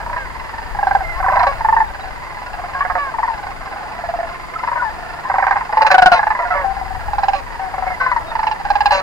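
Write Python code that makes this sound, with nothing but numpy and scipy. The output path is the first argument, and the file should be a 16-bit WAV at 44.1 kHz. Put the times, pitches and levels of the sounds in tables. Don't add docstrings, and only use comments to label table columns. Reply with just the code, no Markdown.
import sys
import numpy as np
from scipy import signal
from scipy.fft import rfft, irfft
from scipy.io import wavfile
from scipy.ndimage import uniform_filter1d

SR = 44100
rng = np.random.default_rng(int(sys.argv[2]) if len(sys.argv) > 2 else 0)


def generate_wav(signal):
    frames = np.transpose(np.atleast_2d(signal))
    scaled = np.clip(frames, -1, 1) * 32767
    pcm = np.round(scaled).astype(np.int16)
    wavfile.write(sys.argv[1], SR, pcm)


N = 397782
TIME = np.arange(N) / SR

# (relative, per Hz)
HISS_SPECTRUM = [(120, -14.5), (300, -17.5), (900, -14.5), (2000, -21), (3000, -30), (3900, -34),
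                 (6000, -39.5), (9000, -41.5), (15500, -51)]
HISS_DB = -34.5
# centre_hz, width_hz, level_db
INSECT_BANDS = [(4744, 400, -53.5), (7010, 310, -63)]
# time_s, level_db
WIND_LEVEL = [(0.0, -36), (1.35, -31), (1.7, -35), (3.7, -39), (5.49, -38), (6.79, -32), (9.0, -37.5)]
# frequency_hz, density_db (relative)
WIND_SPECTRUM = [(12, -8.5), (25, 6.5), (55, 2), (140, -13), (400, -47.0)]

# centre_hz, width_hz, level_db (relative)
THROAT_RESONANCES = [(2617, 360, 13.5), (4090, 560, 6), (4890, 320, 5.5), (7450, 3100, -9)]
# frequency_hz, level_db (relative to the buzz level of the call)
PIPE_MODES = [(450, -42), (560, -6.5), (1050, -4.5), (1380, -10.5), (1700, -4.5), (2100, -13),
              (2500, -32.5)]
PIPE_S = .0055
SPLIT_GAIN, SPLIT_HZ = 2.37, 117.2

# first_pulse_s, last_pulse_s, beat_ms, pitch_hz, end_pitch_hz,
# drop (into each pulse, share of the pitch), level_db, swell_db (deficit of the first pulse),
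# last_pulse_db (added to the last pulse), pulse_ms (first pulse), left_minus_right_db,
# octave_db, buzz_db, rasp_db (these three against the pitch; rasp as at the last pulse)
RATTLES = [(.030, .165, 33.6, 900, 990, .1, -14, 5, 0, 15, 0, -24, -8, -31),
           (.749, 1.008, 40.6, 820, 765, .05, -3, 11, -9, 12, -1.5, -10, -17, -36),
           (1.203, 1.405, 41, 750, 780, .08, -9, 2, 0, 15, -2, -8, -10, -42),
           (1.283, 1.524, 37.2, 560, 810, .05, -8, 10, -14, 13, -2, -10, -8, -20),
           (1.229, 1.441, 35.4, 990, 940, .15, -7, 2, -3, 17, 0, -20, -14, -42),
           (1.609, 1.804, 39.5, 895, 890, .05, -1, 9, -4, 16, 0, -13, -17, -41),
           (2.540, 2.640, 48.5, 715, 715, .05, -19, 2, -2, 18, .5, -20, -8, -33),
           (2.851, 2.954, 49.5, 735, 722, .03, -12, 2, 0, 21, -3.5, -30, -4, -36),
           (3.141, 3.279, 45.5, 880, 900, .2, -12, 4, -2, 22, 6, -12, -14, -34),
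           (3.390, 3.488, 48, 830, 815, .05, -21, 2, -2, 17, -1.5, -15, -14, -34),
           (3.668, 3.912, 46.8, 790, 850, .05, -22, 2, -2, 17, -1, -20, -12, -36),
           (3.990, 4.231, 50, 695, 675, .05, -12, 7, -3, 18, -2, -35, -14, -38),
           (4.636, 4.823, 40.6, 900, 930, .12, -13, 3, 0, 16, 7, -22, -11, -38),
           (4.643, 4.808, 44, 930, 1000, .1, -13, 2, -7, 13, 7, -16, -10, -38),
           (5.317, 5.609, 41.6, 900, 880, .3, -13, 2, -3, 14, 1, -8, -9, -35),
           (5.300, 5.559, 42.1, 745, 770, .12, -6, 2, -6, 13, -1.5, -8, -9, -35),
           (5.694, 5.849, 39, 850, 865, .05, -3, 14, -3, 20, -1, -23, -14, -40),
           (5.727, 5.914, 46.7, 500, 580, .05, -13, 14, 0, 16, 0, -8, 6, -4),
           (5.905, 6.119, 38.8, 755, 705, .08, 2, 6, -6, 19, 3.5, -5, -12, -20),
           (6.193, 6.305, 38.3, 850, 850, .05, -4, 3, -3, 13, -.5, -8, -9, -30),
           (6.312, 6.430, 39.5, 990, 950, .1, -11, 3, -3, 18, 2, -10, -9, -30),
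           (6.400, 6.506, 53, 690, 725, .03, -12, 5, -2, 32, -4, -8, -9, -30),
           (6.768, 6.953, 46.5, 775, 750, .05, -20, -5, -2, 18, 7, -23, -17, -40),
           (7.084, 7.335, 50.2, 810, 770, .05, -4, 11, -4, 14, -3.5, -20, -18, -23),
           (7.740, 7.905, 42.4, 760, 740, .05, -13, 3, -3, 18, 6, -33, -7, -33),
           (8.012, 8.164, 52.3, 1050, 930, .08, -8, 3, -1, 17, 8, -8, -10, -30),
           (8.316, 8.514, 38.5, 880, 850, .12, -8, 5, -2, 14, -2, -16, -14, -22),
           (8.601, 8.909, 51.6, 785, 830, .05, -2, 16, -4, 15, -2.5, -12, -20, -19)]
LENGTHEN = 0.57
SCATTER_DB, PITCH_SCATTER = 1, 0.012
SWELL_PULSES = 1.28
RASP_GROWS_DB = 9
FLOCK_DB = -34.5

# start_s, length_s, pitch_hz, end_pitch_hz, partial_1_db, partial_2_db, partial_3_db,
# buzz_db, rasp_db, left_minus_right_db
HELD_NOTES = [(0.178, 0.085, 549, 480, -39, -58, -25, -58, -62, 2),
              (1.157, 0.04, 1036, 1135, -22, -45, -55, -34, -50, 4),
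              (1.465, .05, 564, 551, -19.5, -14.5, -20, -30, -41, 5),
              (2.746, 0.048, 543, 545, -50, -19, -26.5, -28, -58, 2.5),
              (2.805, 0.023, 555, 580, -53, -9, -15, -27, -57, 4),
              (2.975, .125, 576, 514, -34, -17, -22.5, -54, -51, 1),
              (3.296, 0.052, 900, 880, -19, -39, -54, -49, -60, 9),
              (4.847, 0.046, 888, 834, -20.5, -21.5, -64, -45, -56, 12),
              (5.249, .034, 1016, 1080, -18.5, -44, -60, -28.5, -56, 4),
              (6.12, .065, 552.7, 519, -16.5, -16, -18, -17, -28.5, 4.5),
              (6.506, 0.048, 657, 639, -28, -14.5, -25, -41, -58, 1.5),
              (6.536, 0.11, 579, 539, -35, -24, -27, -22.5, -57, -1.5),
              (6.641, 0.084, 778, 775, -14, -32.5, -62, -70, -57, 9),
              (7.347, 0.055, 575, 544, -26.5, -25, -33, -41, -38.5, -4.5),
              (7.593, 0.093, 772, 738, -20.5, -35, -52, -38, -57, 6),
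              (7.999, .115, 509.3, 496, -32.5, -30, -14.5, -27.5, -43, 5),
              (8.916, .085, 581, 566, -20.5, -19.5, -22.5, -19.5, -27, 4)]
UPPER_DB = -10

# start_s, length_s, pitch_hz, end_pitch_hz, level_db, left_minus_right_db
CHIRPS = [(1.018, 0.15, 2120, 1910, -28, 0), (1.87, .025, 3580, 3930, -42, 5),
          (2.006, 0.026, 3870, 4030, -44, 2), (4.555, 0.019, 1330, 1330, -27, 0),
          (4.597, 0.022, 1313, 1410, -28.5, 6), (4.755, 0.085, 1500, 1460, -26, 3),
          (7.861, 0.1, 2140, 2020, -25, 1.5), (8.26, 0.073, 3780, 3770, -42, 7)]
WAVER, WAVER_DB = 0.016, 5

# frequency_hz, left_lead_rad
PORT_LEAD = [(30, 0), (1550, .8), (2930, 4), (4390, 4.5), (9220, 9.6), (15400, 16)]
# frequency_hz, left_minus_right_db
PORT_TILT = [(700, 0.5), (1290, -1.5), (2380, -12), (4400, -3), (8120, 7.5)]
TOP_HZ = 15800


def amp(db):
    return 10 ** (np.asarray(db) / 20)


def on_bins(rows):
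    hz, value = np.transpose(rows)
    return np.interp(np.log(np.arange(N // 2 + 1) * SR / N + 1), np.log(hz), value)


def ring(x, hz, width_hz):
    return signal.lfilter(*signal.iirpeak(hz, hz / width_hz, SR), x)


def unit(x):
    return x / np.sqrt(np.mean(x ** 2))


def walk(rate):
    hold = int(SR / rate)
    steps = np.repeat(rng.standard_normal(N // hold + 1), hold)
    return 1.05 * uniform_filter1d(steps, hold)[:N]


def add(track, start_s, x):
    i = int(max(start_s, 0) * SR)
    track[..., i:i + x.shape[-1]] += x[..., :max(N - i, 0)]


def panned(x, pan_db):
    return x * amp(np.array([[.5], [-.5]]) * pan_db)


def insects():
    bugs = np.zeros(N)
    for hz, width_hz, db in INSECT_BANDS:
        white = rng.standard_normal(N)
        band = unit(ring(ring(white, hz, width_hz), hz, width_hz))
        bugs += amp(db + 0.8 * walk(25)) * band
    return bugs


def field_hiss():
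    spectrum = rfft(rng.standard_normal((2, N))) * amp(on_bins([(60, -60.0)] + HISS_SPECTRUM))
    return unit(irfft(spectrum, N)) * amp(HISS_DB + 0.21 * walk(2.7))


def wind():
    spectrum = rfft(rng.standard_normal((2, N))) * amp(on_bins(WIND_SPECTRUM))
    port_db = np.array([[5], [-7]])
    level_db = np.interp(TIME, *np.transpose(WIND_LEVEL)) + port_db + 2 * walk(6)
    return unit(irfft(spectrum, N)) * amp(level_db)


def throat_noise():
    white = rng.standard_normal(N)
    return unit(sum(amp(db) * ring(ring(white, hz, w), hz, 2 * w) for hz, w, db in THROAT_RESONANCES))


def voice(length, hz, end_hz, partial_db, buzz_db, rasp_db, noise, blip, snap, flap_db=6):
    t = np.arange(int((length + .012) * SR)) / SR
    rise = np.sin(np.pi / 2 * np.clip(t / 0.0047, 0, 1)) ** 2
    fall = np.clip((length + 0.0048 - t) / 0.0016, 0, 1)
    gate = rise * (1 - 0.56 * t / length).clip(0) * fall

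    order = np.round(hz * PIPE_S)
    glide_hz = hz + (end_hz - hz) * (t / length) ** 2 + snap * hz * np.exp(-t / 0.0071)
    turn = 2 * np.pi * np.cumsum(glide_hz) / SR / order
    tone = sum(amp(db) * np.sin((k + 1) * order * turn + k) for k, db in enumerate(partial_db))

    pitch_gain = amp(partial_db[0])
    tone *= 1 - .25 * blip * np.exp(-(t / .006) ** 2)
    tone += pitch_gain * blip * np.exp(-(t / 0.0044) ** 2) * np.sin((order + 1) * turn - 4.6)
    split_phase = order * turn + 2 * np.pi * (SPLIT_HZ * t + rng.random())
    tone += pitch_gain * SPLIT_GAIN * max(snap - .03, 0) * np.sin(split_phase)

    modes = np.arange(3, 36)
    mode_hz = modes * hz / order
    low = amp(buzz_db + np.interp(mode_hz, *np.transpose(PIPE_MODES), right=-80))
    throat = sum(amp(db) / (1 + (2 * (mode_hz - f) / w) ** 2) for f, w, db in THROAT_RESONANCES)
    high = amp(rasp_db) * throat
    level_luck, phase_luck = rng.standard_normal((len(modes), 2)).T

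    steps = rng.standard_normal((len(modes), len(t) // 256 + 1))
    flap = np.repeat(steps, 256, axis=1)[:, :len(t)]
    flap = amp(flap_db * np.tanh(uniform_filter1d(flap, 256, axis=1)))
    mode_gain = (low + 0.2 * high) * amp(5.4 * np.tanh(level_luck))
    buzz = mode_gain @ (flap * np.sin(np.outer(modes, turn) + 2 * phase_luck[:, None]))
    buzz *= np.exp(-blip * t / 0.026)

    rasp = amp(rasp_db) * noise[:len(t)] * np.exp(-t / (0.04 - 0.044 * blip))
    return gate * (tone * flap[0] ** .25 + buzz + rasp)


def rattle(track, noise, first, last, beat_ms, hz, end_hz, drop, db, swell_db, last_db, pulse_ms,
           pan_db, octave_db, buzz_db, rasp_db):
    beat_s = beat_ms / 1000
    times = np.append(np.arange(first, last - .7 * beat_s, beat_s), last)
    k = np.arange(len(times))
    share = k / k[-1]
    level_luck, pitch_luck = rng.standard_normal((len(times), 2)).T
    level = db - swell_db * np.exp(-k / SWELL_PULSES) + last_db * (k == k[-1]) + SCATTER_DB * level_luck
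    pitch = (hz + (end_hz - hz) * share) * (1 + PITCH_SCATTER * pitch_luck)
    lengths = pulse_ms / 1000 * (1 + LENGTHEN * share ** 2)
    rasps = rasp_db - RASP_GROWS_DB * (1 - share)
    for s, gain, f, length, rasp in zip(times, amp(level), pitch, lengths, rasps):
        breath = noise[rng.integers(N - SR):]
        x = voice(length, f, .985 * f, (0, octave_db), buzz_db, rasp, breath, blip=.7, snap=drop)
        add(track, s - .0035, panned(gain * x, pan_db))


def far_flock(noise, count):
    pair = np.zeros((2, N))
    for k, (s, span, beat, pitch, size) in enumerate(rng.random((count, 5))):
        start = (k + 2 * s - 1.5) / count * N / SR
        hz = 650 + 420 * pitch
        rattle(pair, noise, start, start + .1 + .2 * span, beat_ms=37 + 15 * beat, hz=hz, end_hz=.97 * hz,
               drop=0.082, db=-9 * size, swell_db=1.1, last_db=-3.3, pulse_ms=15, pan_db=0,
               octave_db=-4.5, buzz_db=-6.0, rasp_db=-15.0)
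    track = pair.mean(axis=0)
    power = track ** 2
    slow = np.sqrt(uniform_filter1d(power, SR // 3) + 0.018 * np.mean(power))
    return track / slow * amp(FLOCK_DB)


def marsh_tail(x, t60_s, wet_db):
    t = np.arange(SR // 2) / SR
    decay = np.exp(-np.log(1000) * t / t60_s)
    tail = rng.standard_normal((2, len(t))) * decay * (t > .008)
    tail = ring(tail, 1075.0, 2000.0)
    tail /= np.sqrt(np.sum(tail ** 2) / 2)
    return amp(wet_db) * signal.fftconvolve(x[None], tail, axes=1)[:, :N]


def near_rattles(noise):
    track = np.zeros((2, N))
    for row in RATTLES:
        rattle(track, noise, *row)
    return track


def held_notes(noise):
    track = np.zeros((2, N))
    for s, length, hz, end_hz, *partial_db, buzz_db, rasp_db, pan_db in HELD_NOTES:
        partial_db = partial_db + [partial_db[2] + UPPER_DB * k for k in (1, 2, 3)]
        breath = noise[rng.integers(N - SR):]
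        x = voice(length, hz, end_hz, partial_db, buzz_db, rasp_db, breath, blip=0, snap=0, flap_db=9.0)
        add(track, s, panned(x, pan_db))
    return track


def chirps():
    track = np.zeros((2, N))
    bend, flutter = 1 + WAVER * walk(60), amp(WAVER_DB * walk(70))
    for s, length, hz, end_hz, db, pan_db in CHIRPS:
        u = np.arange(int(length * SR)) / (length * SR)
        here = slice(int(s * SR), int(s * SR) + len(u))
        glide_hz = (hz + (end_hz - hz) * u ** 2) * bend[here]
        tone = flutter[here] * np.sin(2 * np.pi * np.cumsum(glide_hz) / SR)
        add(track, s, panned(amp(db) * np.sin(np.pi * u) ** .5 * tone, pan_db))
    return track


def ports(x, pan_db):
    half = np.array([[.5], [-.5]])
    pair = rfft(x) * amp(half * on_bins(PORT_TILT)) * np.exp(1j * half * on_bins(PORT_LEAD))
    return irfft(pair, N) * amp(half * pan_db)


def scene():
    noise = throat_noise()
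    bugs = insects()
    air = field_hiss() + wind()
    one_side, other_side = far_flock(noise, count=70), far_flock(noise, count=70)
    flock = ports(one_side, 1.9) + ports(other_side, 0.0)
    flock += marsh_tail(one_side + other_side, t60_s=1.0, wet_db=-13.5)
    near = near_rattles(noise) + held_notes(noise)
    echoes = marsh_tail(near.mean(axis=0), t60_s=.3, wet_db=-20)
    return ports(near + bugs + chirps(), 0.) + echoes + flock + air


def record(dry):
    loud = dry / (1 + dry ** 10) ** (1 / 10)
    return signal.sosfilt(signal.ellip(12, .2, 60, TOP_HZ, fs=SR, output="sos"), loud)


dry = scene()
out = record(dry)
generate_wav(out)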